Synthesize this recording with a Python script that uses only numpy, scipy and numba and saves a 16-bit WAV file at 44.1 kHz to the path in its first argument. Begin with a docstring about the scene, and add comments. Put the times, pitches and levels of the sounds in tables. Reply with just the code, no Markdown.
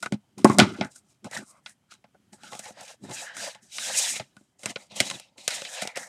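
"""Faint hum and hiss, and almost at once hands working a paper envelope on a wooden desk in a quiet room.
Snaps: gritty noise bursts, which also drive decaying modes of sheet and desk top.
Slides: noise and fibre ticks in five layers, swelling and fading with each stroke of the hands.
Hum and hiss: coloured noise. One close microphone feeds both channels.
"""
import sys
import numpy as np
from scipy import signal
from scipy.fft import rfft, irfft, next_fast_len
from scipy.io import wavfile
from scipy.ndimage import uniform_filter1d
from numba import njit

SR = 44100
rng = np.random.default_rng(int(sys.argv[2]) if len(sys.argv) > 2 else 0)


def put_to_file(sound):
    """Save the sound as 16-bit audio at rate SR, in the file named by the first command-line argument."""
    columns = np.atleast_2d(sound).T  # one column per channel
    safe = np.clip(columns, -1, 1)
    whole_steps = np.round(safe * 32767)
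    wavfile.write(sys.argv[1], SR, whole_steps.astype(np.int16))


N = 268343

# room hum and microphone hiss, relative spectrum: freq_hz, density_db [dB per Hz]
FLOOR_SPECTRUM = [(30, 10), (60, 6.5), (100, -2.5), (134, -2.5), (250, -9.5), (415, -21.5), (2900, -27.5),
                  (3140, -21), (3490, -31), (8000, -31.5), (11000, -34), (16000, -46.5)]
# colour of rubbed paper, relative spectrum: freq_hz, density_db [dB per Hz]
RUB_SPECTRUM = [(220, -59), (380, -21.5), (512, -0.5), (809, -2.5), (1110, -8), (1340, 0), (2080, -11),
                (2390, -2), (3780, -6), (4350, -7.5), (7910, 3), (14800, -27.5), (16300, -41)]
# pocket of air between the sheets: centre_hz, width_hz, boost_db
AIR_POCKET = [(2078, 220, 13.5), (3930, 170, 6.5), (6300, 1100, -3), (7600, 1200, -5.5)]
# modes of the desk top: freq_hz, level_db, t60_s
DESK_MODES = [(135, -11, .12), (212, 0, .12), (260, -2, .06), (305, -5, .05), (366, -8, .08)]
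# modes of the folded sheet: freq_hz, level_db, t60_s
SHEET_MODES = [(565, -11.5, 0.058), (630, -11, 0.032), (736, -2, 0.041), (853, -1, 0.093),
               (1072.5, 4, 0.037), (1280, -7, 0.044), (1417, 0, 0.016), (1481, 5, 0.049)]
# snaps and knocks, sharp ones first: start_s, crack_db, sheen_db, sheet_db, sheet_pitch_hz, desk_db,
# t60_s [held to 0.005-0.3], rise_ms [time constant]
SNAPS = [(0.06, -32.5, -42.5, -29, 1410, -38, 0.044, 1.04),
         (0.1228, -34, -41, -33.5, 562, -19.5, 0.077, 0.47),
         (0.4453, -26, -20.5, -10.5, 527, -1, 0.068, 0.41), (0.452, -49, -49, -7.5, 1025, -49, 0.012, 0.51),
         (0.4973, -36, -37.5, -19.5, 1080, -12.5, 0.083, 0.29),
         (0.5851, -23, -16, -14.5, 637, -18.5, 0.089, 0.42),
         (0.5917, -13.5, -28, -13.5, 686, -11, 0.17, 0.7),
         (0.5995, -9.5, -23, -14.5, 1380, -28, 0.13, 0.46), (0.8108, -26, -78, -22, 656, -22, 0.12, 0.28),
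         (0.8472, -48, -47.5, -45.5, 853, -33, 0.065, 0.38),
         (1.3726, -40, -38.5, -40, 1583, -41, 0.084, 0.38),
         (1.6607, -37, -63, -45.5, 1560, -66.5, 0.12, 0.74),
         (1.939, -59, -54, -61.5, 892, -61.5, 0.069, 0.4), (2.4343, -48, -52, -47.5, 841, -54, 0.044, 0.27),
         (3.3675, -41.5, -38, -41, 1530, -77.5, 0.075, 0.42),
         (3.7832, -29, -49, -39, 1320, -59, 0.04, 0.85),
         (4.3668, -55.5, -59, -50.5, 1660, -50, 0.099, 0.34),
         (4.6579, -28, -27.5, -32, 600, -40, 0.082, 0.48),
         (5.0021, -15.5, -20, -25.5, 614, -26.5, 0.069, 1.24),
         (5.1116, -30.5, -43, -36.5, 516, -45, 0.031, 0.4),
         (5.1981, -46, -43.5, -49.5, 733, -66, 0.083, 0.32),
         (5.4784, -23.5, -21, -30, 613, -73, 0.11, 0.28), (5.8737, -32.5, -36, -37, 785, -78, 0.065, 0.55),
         (0.0254, -38, -37.5, -29, 1550, -44.5, 0.086, 4.9), (0.38, -54, -47, -46, 1020, -52, 0.16, 3),
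         (0.7774, -51.5, -62, -55, 455, -33, 0.34, 9.7),
         (1.2436, -48.5, -47, -44.5, 502, -39.5, 0.072, 2.1),
         (1.3119, -50.5, -45, -46, 703, -59, 0.066, 2.46),
         (1.6944, -63, -50, -65.5, 1646, -64, 0.026, 2.07),
         (1.9195, -66, -57, -49.5, 1417, -64, 0.024, 2.7),
         (2.0413, -58.5, -80.5, -52, 858, -59.5, 0.049, 4.5), (2.1454, -76, -85, -56, 622, -74, 0.061, 2.9),
         (2.3306, -56, -56.5, -55.5, 903, -55, 0.042, 2.6), (2.5197, -50, -55, -40.5, 936, -58, 0.078, 4.7),
         (2.5314, -41.5, -54, -40.5, 920, -64, 0.043, 3), (2.5504, -46, -46, -40, 740, -53, 0.027, 2.1),
         (2.5925, -45.5, -35, -42, 736, -54, 0.065, 1.5), (2.6544, -44, -50.5, -44, 930, -56, 0.065, 5.3),
         (2.7054, -61, -58, -43, 740, -48, 0.019, 1.4), (2.8074, -52, -45.5, -47, 710, -58, 0.087, 2.5),
         (3.0939, -50, -52, -50, 472, -37, 0.12, 3.6), (3.1098, -43.5, -45.5, -43, 800, -63, 0.12, 3.9),
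         (3.5478, -46.5, -54, -50, 868, -74, 0.051, 5.1), (4.1574, -33, -47, -45, 615, -55, 0.096, 4.4),
         (4.1969, -34.5, -52, -32, 623, -41, 0.054, 3.8), (4.4094, -77, -77, -68, 569, -53, 0.064, 1.64),
         (4.6324, -43.5, -45, -44.5, 510, -53, 0.24, 1.3), (4.7591, -29.5, -59, -34, 630, -78, 0.045, 2.5),
         (4.9187, -52, -59, -64, 555, -48, 0.043, 4.2), (5.1003, -30, -35, -42, 549, -58, 0.04, 2.1),
         (5.3802, -49.5, -55, -58.5, 544, -52.5, 0.046, 4), (5.5059, -34, -38, -42, 1480, -65, 0.086, 3.3),
         (5.6186, -36, -41.5, -36.5, 536, -72, 0.015, 1.7), (5.6501, -35, -50, -62, 595, -73, 0.045, 3.6),
         (5.8184, -33.5, -33, -30.5, 620, -40.5, 0.05, 12), (5.8514, -53, -45, -34, 644, -75.5, 0.023, 2.7),
         (5.9574, -45, -43, -46, 564, -53, 0.093, 6.8), (5.9704, -36.5, -34.5, -32.5, 680, -64, 0.06, 5.4)]
# range edges of a snap (loose, rasp, sheen): edge_hz
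SNAP_EDGES_HZ = (450, 1800, 4800, 16400)
# fibre ticks in the rubbing: time_s, ticks_db [re hiss]
TICK_SHARE = [(0, 5.5), (1.4, -1.5), (2.3, -5.5), (2.95, -3), (3.15, -17), (3.6, -12), (4.2, -9),
              (4.6, -2.5), (5.3, -6.5), (5.55, -11), (5.8, -6.5), (6.09, -1.5)]
# strokes of the hands: full_s, rise_s, hold_s, fade_s [rise and fade: per SWING_DB, before layer scale],
# rasp_db, scrape_db, scrape_hz [resonance], flap_db, desk_db, swish_db, swish_hz [centre]
STROKES = [(0.057, 0.28, 0.0087, 0.15, -67, -72.5, 1350, -70, -62, -62.5, 7500),
           (0.136, 0.045, 0.0063, 0.044, -47, -77, 1400, -46, -37, -61, 7040),
           (0.379, 0.015, 0.031, 0.23, -61.5, -60, 1210, -65, -40, -69.5, 5900),
           (0.468, .04, 0.065, 0.18, -52, -38.5, 1065, -38, -37, -47, 6500),
           (0.621, .08, 0.0067, 0.095, -35.5, -28, 1270, -25.5, -18.5, -47, 5700),
           (0.667, 0.055, 0.0041, 0.3, -46, -40, 1280, -43, -33.5, -52, 5700),
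           (0.727, 0.3, 0.032, 0.073, -61, -51, 1500, -57, -41.5, -63.5, 6060),
           (0.817, 0.043, 0.04, 0.11, -68, -47, 1570, -52, -44, -58, 6300),
           (0.918, 0.052, .005, .08, -62, -83, 1730, -78, -74.5, -53.5, 7800),
           (0.962, 0.03, 0.0033, 0.084, -67, -60, 1390, -66.5, -71, -45, 8300),
           (1.112, 0.2, 0.0051, .15, -76.5, -84, 1300, -86.5, -80.5, -66.5, 6200),
           (1.256, 0.044, 0.0056, .1, -52.5, -61, 1260, -46.5, -42, -60, 5550),
           (1.335, 0.07, 0.036, 0.13, -43.5, -42, 1870, -45.5, -54, -44, 7400),
           (1.394, 0.061, 0.042, .04, -67, -56, 1300, -58.5, -50, -68, 8100),
           (1.469, 0.11, 0.041, 0.097, -94, -68.5, 1100, -80, -70.5, -56, 9080),
           (1.506, 0.11, 0.076, 0.078, -81, -62.5, 1144, -68, -77.5, -71, 8940),
           (1.698, 0.11, 0.0048, 0.087, -82, -61, 1820, -71, -82, -49.5, 9500),
           (1.917, 0.053, 0.0046, 0.11, -51, -57.5, 1410, -69.5, -76.5, -54, 6170),
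           (2.331, 0.022, 0.0058, 0.14, -63.5, -60, 1770, -58, -54.5, -52.5, 8200),
           (2.448, 0.14, 0.0095, 0.33, -51, -51.5, 1435, -57, -57, -51.5, 6270),
           (2.519, 0.061, 0.028, 0.38, -50.5, -57, 1250, -52.5, -67, -50, 6600),
           (2.644, 0.11, 0.041, 0.13, -52.5, -53, 1910, -49, -79, -50.5, 6300),
           (2.796, 0.15, .005, 0.11, -49, -55, 1800, -44.5, -63, -56, 6260),
           (2.89, 0.36, 0.034, 0.073, -49.5, -56, 1680, -54.5, -78, -49.5, 6370),
           (3.04, 0.061, 0.026, 0.17, -54, -64.5, 1800, -49, -41.5, -56.5, 7540),
           (3.099, 0.1, 0.022, .06, -59, -56, 1710, -41.5, -37.5, -54, 7200),
           (3.14, 0.064, 0.068, 0.23, -42.5, -49.5, 1700, -46.5, -57, -39, 6800),
           (3.288, 0.33, .01, 0.64, -50.5, -42.5, 1700, -53.5, -68, -68, 6540),
           (3.38, 0.077, 0.098, 0.15, -39.5, -46, 1690, -45, -54, -38, 6200),
           (3.628, 0.035, .005, 0.18, -69, -76, 1780, -72.5, -60.5, -54.5, 6300),
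           (3.75, 0.17, 0.038, 0.091, -43.5, -66.5, 1390, -60.5, -74, -41.5, 6000),
           (3.797, 0.026, 0.13, 0.53, -38, -45.5, 1584, -49, -65, -35, 6000),
           (3.87, 0.17, 0.088, 0.29, -37, -43, 1820, -44, -58, -35.5, 7600),
           (3.972, 0.23, 0.12, 0.2, -31, -41, 1830, -47, -61, -27, 6600),
           (4.137, 0.11, 0.022, 0.13, -44, -45, 2170, -54, -50, -31, 6560),
           (4.214, 0.04, 0.0073, .06, -55, -51, 2010, -56, -51, -68, 6000),
           (4.396, .2, 0.0082, .4, -86, -85, 1600, -91, -82, -70.5, 7200),
           (4.593, 0.02, 0.041, .15, -68, -77.5, 2080, -67.5, -74, -55, 6880),
           (4.702, 0.14, 0.0061, 0.063, -41, -46, 1910, -43.5, -41.5, -42.5, 6480),
           (4.788, 0.23, 0.041, 0.15, -57.5, -63.5, 2140, -59.5, -66, -57, 7000),
           (4.911, .05, .04, 0.078, -50.5, -83, 2120, -55, -65, -65, 5960),
           (4.963, .05, 0.12, 0.34, -39, -50.5, 1970, -47, -54.5, -41, 6500),
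           (5.127, 0.19, 0.028, 0.11, -47, -52, 1720, -57, -45, -52, 7000),
           (5.214, 0.086, 0.027, 0.051, -58, -76.5, 1337, -78, -81.5, -77, 6600),
           (5.361, .02, 0.092, .03, -85, -86, 2000, -61.5, -75, -88, 7200),
           (5.38, 0.022, 0.11, .1, -52.5, -76, 2000, -60.5, -66.5, -55.5, 7100),
           (5.513, 0.06, 0.025, 0.41, -34, -43, 1900, -45, -54.5, -36, 7100),
           (5.645, 0.12, 0.048, .1, -45, -75, 2160, -55.5, -58, -50, 7100),
           (5.749, 0.36, 0.063, 0.17, -39.5, -46.5, 1600, -46, -74, -41.5, 6800),
           (5.895, 0.5, 0.0037, 0.12, -52, -45, 2160, -48.5, -73, -55.5, 6700),
           (5.963, 0.036, .004, .08, -38, -32.5, 1940, -41, -66, -66, 5900),
           (5.994, .03, .005, 0.32, -56, -42, 1840, -52.5, -54.5, -43, 6130)]
# per layer (rasp, scrape, flap, desk, swish): level between strokes [dB]
REST_DB = (-88.5, -89, -82, -76, -90.5)
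# same layers: multiples of the stroke's rise_s and fade_s [ratio]
RISE_SCALE = (0.58, 0.91, 0.38, 1.1, 0.72)
FADE_SCALE = (0.78, 0.7, 0.87, 0.47, 0.7)

FLOOR_DB = -62
SWING_DB = 40
BEND = 1.165  # over 1: rounded top, steeper ends
BASS_CUT_HZ, TOP_HZ = 112, 16400


def undb(db):
    """Amplitude ratio of a level in dB."""
    return 10 ** (np.asarray(db) / 20)


def unit(x):
    """Scale to rms 1."""
    return x / np.sqrt(np.mean(x ** 2))


def crest(x):
    """Scale each row so that its loudest moment has rms 1."""
    power = uniform_filter1d(x ** 2, size=400)
    return x / np.sqrt(power.max(axis=1, keepdims=True))


def curves(table):
    """Columns of a time table, interpolated to every sample."""
    time_s, *columns = np.transpose(table)
    return [np.interp(np.arange(N) / SR, time_s, column) for column in columns]


def walk(rate_hz):
    """Random levels, slewed from one to the next in 1 / rate_hz seconds; spread near 1."""
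    hold = max(int(SR / rate_hz), 1)
    levels = rng.standard_normal(N // 8)[:N // hold + 1]
    return 1.2 * uniform_filter1d(np.repeat(levels, hold), hold)[:N]


def colour(table, hz):
    """Gain of a (freq_hz, level_db) spectrum on a log-frequency axis."""
    table_hz, db = np.transpose(table)
    return undb(np.interp(np.log(hz + 1), np.log(table_hz), db))


def bands(x, gain, edges_hz):
    """Colour x, then part it into neighbouring ranges."""
    size = next_fast_len(x.shape[-1])
    hz = np.fft.rfftfreq(size, 1 / SR) + 1
    spectrum = rfft(x, size) * gain(hz)
    for low_hz, high_hz in zip(edges_hz, edges_hz[1:]):
        slopes = np.sqrt((1 + (low_hz / hz) ** 12) * (1 + (hz / high_hz) ** 12))
        yield irfft(spectrum / slopes, size)[..., :x.shape[-1]]


@njit
def svf(x, hz, damping):
    """State-variable band-pass with a moving centre."""
    y, band, low = np.empty(len(x)), 0., 0.
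    for i in range(len(x)):
        g = np.tan(np.pi * hz[i] / SR)
        v = (band + g * (x[i] - low)) / (1 + g * (g + damping))
        band, low, y[i] = 2 * v - band, low + 2 * g * v, damping * v
    return y


def resonate(x, hz, damping):
    """A moving resonance, passed twice, at an even level wherever it sits."""
    y = svf(svf(x, hz, damping), hz, damping)
    return y / np.sqrt(uniform_filter1d(y ** 2, size=4000) + 1e-12)


def mode(hz, t60_s, t):
    """One mode of a struck body: a sine that decays by 60 dB in t60_s."""
    return np.sin(2 * np.pi * hz * t) * 1000. ** (-t / t60_s)


def paper(hz):
    """Spectrum of rubbed paper, shaped by the resonances of the air pocket."""
    boost_db = sum(db / (1 + (2 * (hz - f) / width) ** 2) for f, width, db in AIR_POCKET)
    return colour(RUB_SPECTRUM, hz) * undb(boost_db)


def floor():
    """Low hum of the room and hiss of the microphone: coloured noise, wavering a little."""
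    size = next_fast_len(N)
    gain = colour(FLOOR_SPECTRUM, np.fft.rfftfreq(size, 1 / SR))
    noise = irfft(rfft(rng.standard_normal(size)) * gain, size)[:N]
    return unit(noise) * undb(FLOOR_DB + 1.8 * walk(4))


def ring(modes, t, spread_db, near_hz=None, focus_db=22.0):
    """One ring of a body for each blow; the spot that is hit reweights the modes."""
    out = 0
    for hz, db, t60_s in modes:
        chance = rng.standard_normal((len(SNAPS), 2))
        wave = mode(hz * (1 + .01 * chance[:, :1]), t60_s, t)
        if near_hz is not None:
            # modes far from near_hz are weakened
            octaves = np.abs(np.log2(near_hz / hz))
            db = db - focus_db * np.minimum(octaves * 3, 1.5)
        out = out + undb(db + spread_db * chance[:, 1:]) * wave
    return out


def snaps(push=0.17, front_db=21.0, front_s=0.003, rattle=0.46):
    """A crease lets go in a gritty burst with a hard front, which also shakes the sheet and the desk."""
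    columns = np.transpose(SNAPS)[:, :, None]
    start_s, crack_db, sheen_db, sheet_db, sheet_hz, desk_db, t60_s, rise_ms = columns
    t = np.arange(4500) / SR
    chance = rng.standard_normal((len(SNAPS), 2, len(t)))
    grit_db = 12 * uniform_filter1d(chance[:, 1], size=20)
    noise = chance[:, 0] * undb(grit_db)
    loose, rasp, sheen = bands(noise, paper, SNAP_EDGES_HZ)

    rise = 1 - np.exp(-1000 * t / np.maximum(rise_ms, .05))
    fade = rise * 1000. ** (-t / np.clip(t60_s, .005, .3))
    burst = fade * undb(front_db * np.exp(-t / front_s))

    # the bodies are pushed by a shorter part of the same noise
    drive = noise * fade ** (1 / push)
    rings = ring(SHEET_MODES, t, 2.0, sheet_hz), ring(DESK_MODES, t, 2.0)
    sheet, desk = (signal.fftconvolve(drive, r, axes=1)[:, :len(t)] for r in rings)
    sheet = crest(sheet) + rattle * crest(loose * fade)

    parts = zip((rasp * burst, sheen * burst, sheet, desk), (crack_db, sheen_db, sheet_db, desk_db))
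    end_fade = np.minimum(4 * (1 - t / t[-1]), 1)
    bursts = sum(undb(db) * crest(x) for x, db in parts) * end_fade
    out = np.zeros(N + len(t))
    for start, sound in zip((start_s[:, 0] * SR).astype(int), bursts):
        out[start:start + len(t)] += sound
    return out[:N]


def fibres(grit_db=0.0, ticks_per_s=580.0, scatter_db=5.0, tick_s=0.0035):
    """Fibres catching and slipping: hiss, with small breaks of unequal size on top."""
    hiss = rng.standard_normal(N) * undb(grit_db * walk(900))
    hits = rng.random(N) < ticks_per_s / SR
    breaks = hits * undb(scatter_db * np.minimum(rng.exponential(size=N), 3))
    decay = np.exp(-1 / (tick_s * SR))
    ticks = signal.lfilter([1], [1, -decay], breaks) * rng.standard_normal(N)
    return unit(hiss) + undb(curves(TICK_SHARE)[0]) * unit(ticks)


def strokes():
    """Every stroke swells, holds and fades; resonances follow the strokes, weighted by their power."""
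    columns = np.transpose(STROKES)[:, :, None]
    full_s, rise_s, hold_s, fade_s, rasp_db, scrape_db, scrape_hz, flap_db, desk_db, swish_db, swish_hz = columns
    coarse_s, fine_s = np.arange(0, N, 32) / SR, np.arange(N) / SR
    tops_db = rasp_db, scrape_db, flap_db, desk_db, swish_db
    powers = []
    for top_db, rise_scale, fade_scale in zip(tops_db, RISE_SCALE, FADE_SCALE):
        before = np.maximum(full_s - coarse_s, 0) / (rise_scale * rise_s)
        after = np.maximum(coarse_s - full_s - hold_s, 0) / (fade_scale * fade_s)
        level_db = top_db - SWING_DB * (before + after) ** BEND
        powers.append(undb(np.maximum(level_db, -200)) ** 2)
    gains = []
    for power, rest_db in zip(powers, REST_DB):
        gain = np.sqrt(power.sum(axis=0) + undb(rest_db) ** 2)
        gains.append(np.interp(fine_s, coarse_s, gain))
    pitches = []
    for power, hz in ((powers[1], scrape_hz), (powers[4], swish_hz)):
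        mean_hz = (power * hz).sum(axis=0) / power.sum(axis=0)
        pitches.append(np.interp(fine_s, coarse_s, mean_hz))
    return gains, pitches


def slide(flutter_db=2.24, flap_flutter_db=3.5, desk_flutter_db=3.5, swish_share=0.19, crease_share=0.27):
    """Rubbed paper in four layers, the desk in a fifth; bending the sheet moves its resonances."""
    gains, (scrape_hz, swish_hz) = strokes()
    rasp_gain, scrape_gain, flap_gain, desk_gain, swish_gain = gains
    grains, edge_grains = fibres(), fibres()
    flap, scrape = (unit(b) for b in bands(grains, paper, (450, 1000, 2400)))
    rasp, sheen = (unit(b) for b in bands(edge_grains, paper, (2400, 4800, 16400)))

    t = np.arange(SR // 5) / SR
    desk_ring = sum(undb(db) * mode(hz, t60_s, t) for hz, db, t60_s in DESK_MODES)
    desk = unit(signal.oaconvolve(grains, desk_ring)[:N])

    scrape = .4 * scrape + .7 * resonate(grains, scrape_hz, .32)
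    # passing creases lend the rasp a narrow colour that wanders quickly
    crease_hz = 3400 * 2 ** np.clip(0.44 * walk(17), -.5, .5)
    rasp = (1 - crease_share) * rasp + crease_share * resonate(rasp, crease_hz, 0.18)
    swish = (1 - swish_share) * sheen + swish_share * resonate(sheen, swish_hz, 0.5)

    out = flap * flap_gain * undb(flap_flutter_db * walk(60))
    out = out + desk * desk_gain * undb(desk_flutter_db * walk(22))
    for layer, gain in ((scrape, scrape_gain), (rasp, rasp_gain), (swish, swish_gain)):
        out = out + layer * gain * undb(flutter_db * walk(50))
    return out


def scene():
    """One close microphone feeds both channels."""
    mono = floor() + snaps() + slide()
    return np.array([mono, mono])


def record(dry):
    """The microphone drops the deep bass, the converter clips at full scale and the top is cut."""
    bass_cut = signal.butter(4, BASS_CUT_HZ, "high", fs=SR, output="sos")
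    top_cut = signal.ellip(10, .2, 80, TOP_HZ, fs=SR, output="sos")
    thin = signal.sosfilt(bass_cut, dry)
    return signal.sosfilt(top_cut, np.clip(thin, -1, 1))


dry = scene()
out = record(dry)
put_to_file(out)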